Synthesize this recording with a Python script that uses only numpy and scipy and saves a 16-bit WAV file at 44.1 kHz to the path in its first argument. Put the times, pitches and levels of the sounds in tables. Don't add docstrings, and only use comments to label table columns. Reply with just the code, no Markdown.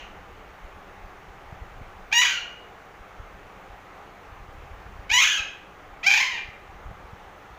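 import sys
import numpy as np
from scipy import signal
from scipy.fft import rfft, irfft, next_fast_len
from scipy.io import wavfile
from scipy.ndimage import uniform_filter1d, minimum_filter1d, map_coordinates

SR = 44100
rng = np.random.default_rng(int(sys.argv[2]) if len(sys.argv) > 2 else 0)


def waveform_to_disk(signal):
    frames = np.transpose(np.atleast_2d(signal))
    scaled = np.clip(frames, -1, 1) * 32767
    samples = np.round(scaled).astype(np.int16)
    wavfile.write(sys.argv[1], SR, samples)


N = 334278

# (frequency [Hz], relative density [dB per Hz])
FAN_SPECTRUM = [(90, -16), (150, -17.5), (198, -12), (240, -24.5), (290, -13.5), (325, -18.5), (370, -13.5),
                (650, -14.5), (805, -9), (945, -15), (1210, -12.5), (1450, -16.5), (2200, -20), (4600, -37),
                (8300, -50), (15500, -41)]
# (time [s], rumble level [dB])
DRAUGHT_LEVEL = [(0.0, -53.5), (0.23, -52), (0.69, -57), (1.46, -57), (1.65, -48), (1.98, -52), (2.09, -56),
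                 (2.83, -62.5), (3.08, -61), (3.21, -52), (3.46, -52), (3.76, -58), (4.08, -59),
                 (4.43, -48.5), (4.9, -50), (5.62, -62.5), (5.91, -54.5), (6.36, -61), (7.03, -49),
                 (7.16, -56), (7.35, -60), (7.58, -54)]
# (frequency [Hz], relative density [dB per Hz])
RUMBLE_SPECTRUM = [(12, -25), (20, 1.5), (45, -1), (93, -6.5), (151, -20), (200, -16), (260, -44),
                   (440, -120)]
# (time [s], nominal peak [dB], width [s], direction [1 push, -1 pull])
STRONG_PUFFS = [(0.649, -36, 0.0076, 1), (1.047, -36.5, 0.0072, 1), (1.529, -30.5, 0.0033, 1),
                (1.623, -33, 0.0056, 1), (1.816, -35, 0.0023, -1), (3.203, -33.5, 0.0049, -1),
                (4.329, -36, 0.006, 1), (4.656, -38.5, 0.004, 1), (4.997, -34, 0.0055, 1),
                (5.118, -34, 0.0052, 1), (5.405, -34, 0.0048, 1), (6.49, -36, 0.004, 1),
                (6.862, -34, 0.0049, -1), (6.89, -34, 0.0073, -1), (6.915, -35, 0.0029, 1),
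                (7.134, -34.5, 0.0032, -1)]
# (frequency [Hz], time to fall 60 dB [s])
ROOM_DECAY = [(500, 0.17), (1500, 0.63), (3500, 0.51), (7000, 0.41), (14000, 0.04)]
# (delay [s], level against the direct sound [dB])
WALL_ECHOES = [(.007, -11), (0.015, -9.5), (.024, -14), (.05, -12), (.093, -20)]
# (beak opens [s], voice cracks [s], beak opening while clear [0-1],
# beak opening while rasping [0-1], roughness added at the crack [0-1], its fading [s], trill strongest [s],
# trill length [s], trill rate [Hz], pitch swing [share of pitch], level swing [dB])
GESTURES = [(-.285, -.21, 1, .65, .55, .3, -.2, .05, 28, .07, 0),
            (2.133, 2.218, .8, .55, .5, .13, 2.257, .04, 30, .16, 2),
            (5.121, 5.2, .75, .75, .35, .05, 5.286, .08, 27, .1, 1),
            (6.05, 6.092, .25, .38, .42, .22, 6.175, .06, 30, .03, 4)]
# (time [s], pitch before trill and jitter [Hz], relative level [dB])
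VOICE_CURVES = [
    [(-.3, 908, -60), (-.28, 934, -22), (-.2, 1400, -28), (-.09, 1394, -32), (-.04, 1400, -55)],
    [(2.112, 770, -58), (2.118, 790, -29), (2.123, 805, -35), (2.128, 840, -15), (2.137, 930, -23),
     (2.18, 951, -14.5), (2.216, 990, -19), (2.221, 1290, -21), (2.236, 1186, -17.5), (2.25, 1448, -21.5),
     (2.3, 1471, -23), (2.4, 1423, -32), (2.47, 1439, -42), (2.5, 1411, -62)],
    [(5.093, 781, -43), (5.103, 777, -17), (5.109, 785, -32), (5.116, 828, -15.5), (5.124, 915, -23),
     (5.14, 960, -16), (5.176, 1005, -17), (5.19, 1095, -16), (5.205, 1100, -19), (5.222, 1265, -13.5),
     (5.25, 1602, -20.5), (5.365, 1539, -24), (5.398, 1218, -23.5), (5.412, 1150, -60)],
    [(6.027, 556, -60), (6.032, 585, -31), (6.04, 620, -23), (6.061, 735, -27), (6.067, 764.5, -9),
     (6.088, 829, -19.5), (6.093, 834.5, -28), (6.099, 813, -19.5), (6.125, 748.4, -15.5),
     (6.145, 850, -19), (6.17, 815, -20), (6.215, 1075, -21.5), (6.26, 1020, -26), (6.295, 1010, -28),
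     (6.35, 935, -29), (6.395, 800, -32), (6.405, 780, -60)],
]
# (frequency [Hz], gain [dB])
OPEN_THROAT = [(400, -37), (930, -12.5), (1250, -17), (1550, -9.5), (1950, -4.5), (2900, -1.5),
               (3800, -9.5), (4750, -28), (5500, -13), (6700, -14.5), (8600, -42.5), (9700, -28.5),
               (11900, -37.5), (12900, -33), (13700, -28)]
# (frequency [Hz], gain [dB])
SHUT_THROAT = [(400, -29), (800, -15), (1600, -17), (2100, -4.5), (2450, 4.5), (2800, -10), (3300, -23.5),
               (4300, -13), (5200, -11.5), (6500, -27.5), (8600, -51.5), (14000, -38.5)]
# (frequency [Hz], gain [dB])
CAPSULE = [(20, 2.5), (5000, 1), (6450, 8.5), (7400, 5.5), (13200, -5), (14500, -1), (15450, 0.5)]

FAN_DB = -48
LIGHT_PUFF_DB, LIGHT_SPREAD_DB, LIGHT_WIDTH_S, PUSH_SHARE = -43, 4, .0055, .7
LEAD_S = .4
NARROW_BEAK, BEAK_MOVE_S, CLOSE_S = 0.32, 0.002, 0.033
START_ROUGH, START_FADE_S, CLEAR_ROUGH, CRACK_S = .3, .02, .08, .002
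TOP_HZ = 15520


def amp(db):
    return 10 ** (np.asarray(db) / 20)


def unit(x):
    return x / np.sqrt(np.mean(x ** 2) + 1e-20)


def along(points, hz):
    f, v = np.transpose(points)
    return np.interp(np.log(hz + 1), np.log(f + 1), v)


def wobble(size, rate):
    knots = rng.standard_normal(int(size * rate / SR) + 4)
    return map_coordinates(knots, [np.arange(size) * rate / SR])


def coloured(x, points):
    m = 2 * next_fast_len(len(x) // 2 + 4096)
    gain = amp(along(points, np.fft.rfftfreq(m, 1 / SR)))
    cepstrum = irfft(np.log(gain), m)
    cepstrum[1:m // 2] *= 2
    cepstrum[m // 2 + 1:] = 0
    response = np.exp(rfft(cepstrum))
    return irfft(rfft(x, m) * response, m)[:len(x)]


def fan():
    z = signal.stft(rng.standard_normal(N + 512), nperseg=512)[2]
    patches = uniform_filter1d(rng.standard_normal(z.shape), size=5, axis=0)
    patches = uniform_filter1d(patches, size=12, axis=1)
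    air = signal.istft(z * amp(1.0 * unit(patches)), nperseg=512)[1][:N]
    level = amp(FAN_DB + 0.057 * wobble(N, 2.34))
    return level * unit(coloured(air, FAN_SPECTRUM))


def light_puffs(strength, count):
    when, size, width, way = rng.random((count, 4)).T
    share = np.cumsum(strength) / np.sum(strength)
    times = np.interp(when, share, np.arange(N) / SR)
    peaks_db = LIGHT_PUFF_DB + LIGHT_SPREAD_DB * size
    return np.transpose([times, peaks_db, LIGHT_WIDTH_S * (.5 + width), PUSH_SHARE - way])


def draught():
    s, db = np.transpose(DRAUGHT_LEVEL)
    lumps = amp(1.9 * wobble(N, 22)) * coloured(rng.standard_normal(N), RUMBLE_SPECTRUM)
    t = np.arange(N) / SR
    strength = amp(np.interp(t, s, db))
    out = strength * unit(lumps)
    for peak, peak_db, width, way in [*STRONG_PUFFS, *light_puffs(strength, count=22)]:
        centre = round(peak * SR)
        near = slice(max(centre - 1500, 0), centre + 1500)
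        u = (t[near] - peak) / max(width, .001)
        shape = 1.47 * np.exp(-2.2 * u * u) - 0.56 * np.exp(-.25 * u * u)
        out[near] += np.sign(way) * amp(peak_db) * shape
    return out


def room(x):
    hz, t, z = signal.stft(rng.standard_normal(SR), SR, nperseg=256)
    decay = amp(-60 * t / along(ROOM_DECAY, hz)[:, None])
    tail = signal.istft(z * decay, SR, nperseg=256)[1]
    tail *= np.clip(np.arange(len(tail)) / (0.032 * SR), 0, 1)
    tail *= amp(-9) / np.linalg.norm(tail)
    tail[0] = 1
    for s, db in WALL_ECHOES:
        tail[round(s * SR)] += amp(db)
    return signal.fftconvolve(x, tail)


def gesture(t, row):
    opens, cracks, clear_beak, rasp_beak, rasp, fade, top, length, trill_hz, swing, swing_db = row

    def step(s, width):
        return .5 + .5 * np.tanh((t - s) / width)

    cracked = step(cracks, CRACK_S)
    rough = CLEAR_ROUGH + START_ROUGH * np.exp((t[0] - t) / START_FADE_S)
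    rough += cracked * rasp * np.exp(-((t - cracks) / fade) ** 2)
    beak = NARROW_BEAK + (clear_beak - NARROW_BEAK) * step(opens, BEAK_MOVE_S)
    beak += (rasp_beak - clear_beak) * step(cracks, BEAK_MOVE_S)
    beak += (NARROW_BEAK - rasp_beak) * step(t[-1] - CLOSE_S, CLOSE_S / 2)
    trill_size = cracked * np.exp(-((t - top) / length) ** 2 / 2)
    trill = trill_size * np.cos(2 * np.pi * trill_hz * (t - top))
    return np.clip(rough, 0, .95), np.clip(beak, 0, 1), swing * trill, swing_db * trill


def squawk(rows, row):
    s, *curves = np.transpose(rows)
    t = np.arange(s[0], s[-1], 1 / SR)
    pitch, db = [np.interp(t, s, curve) for curve in curves]
    rough, beak, trill, trill_db = gesture(t, row)
    db = db + trill_db
    jitter = rough * (.1 * wobble(len(t), 130) + .08 * wobble(len(t), 700))
    pitch = pitch * (1 + trill + jitter)
    phase = 2 * np.pi * np.cumsum(pitch) / SR
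    k = np.arange(1, 28)[:, None]
    harmonic_hz = k * pitch
    effort_db = uniform_filter1d(db, size=900)
    slack_db = np.clip(-19.0 - effort_db, 0, 25)
    soft = amp(-.45 * slack_db * np.clip((harmonic_hz - 3300) / 900, 0, 2.5))
    below_top = np.clip((16000 - harmonic_hz) / 500, 0, 1)
    pulses = np.sum(soft * np.cos(k * phase) * below_top, axis=0)
    pulses *= np.sqrt(pitch / SR * 4)
    pulses *= amp(rough * 7 * wobble(len(t), 200))
    breath = rng.standard_normal(len(t)) * (1 + np.cos(phase)) * 0.77
    source = amp(db + 12.5) * (np.sqrt(1 - rough ** 2) * pulses + rough * breath)
    return coloured(beak * source, OPEN_THROAT) + coloured((1 - beak) * source, SHUT_THROAT)


def parakeet():
    out = np.zeros(N + 3 * SR)
    for rows, row in zip(VOICE_CURVES, GESTURES):
        call = room(squawk(rows, row))
        start = round((rows[0][0] + LEAD_S) * SR)
        out[start:][:len(call)] += call
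    return out[round(LEAD_S * SR):][:N]


def scene():
    return (fan() + draught() + parakeet())[None]


def record(dry):
    power = np.abs(uniform_filter1d(dry[0] ** 2, size=400))
    fade = np.exp(-1 / (.25 * SR))
    held = signal.lfilter([1 - fade], [1, -fade], power)
    x = coloured(dry[0], CAPSULE) * (1 + held / amp(-32.5) ** 2) ** -.06
    needed = np.minimum(1, .48 / (np.abs(x) + 1e-9))
    x = x * uniform_filter1d(minimum_filter1d(needed, size=401), size=201)
    in_band = np.fft.rfftfreq(N, 1 / SR) < TOP_HZ
    return irfft(rfft(x) * in_band, N)[None]


dry = scene()
out = record(dry)
waveform_to_disk(out)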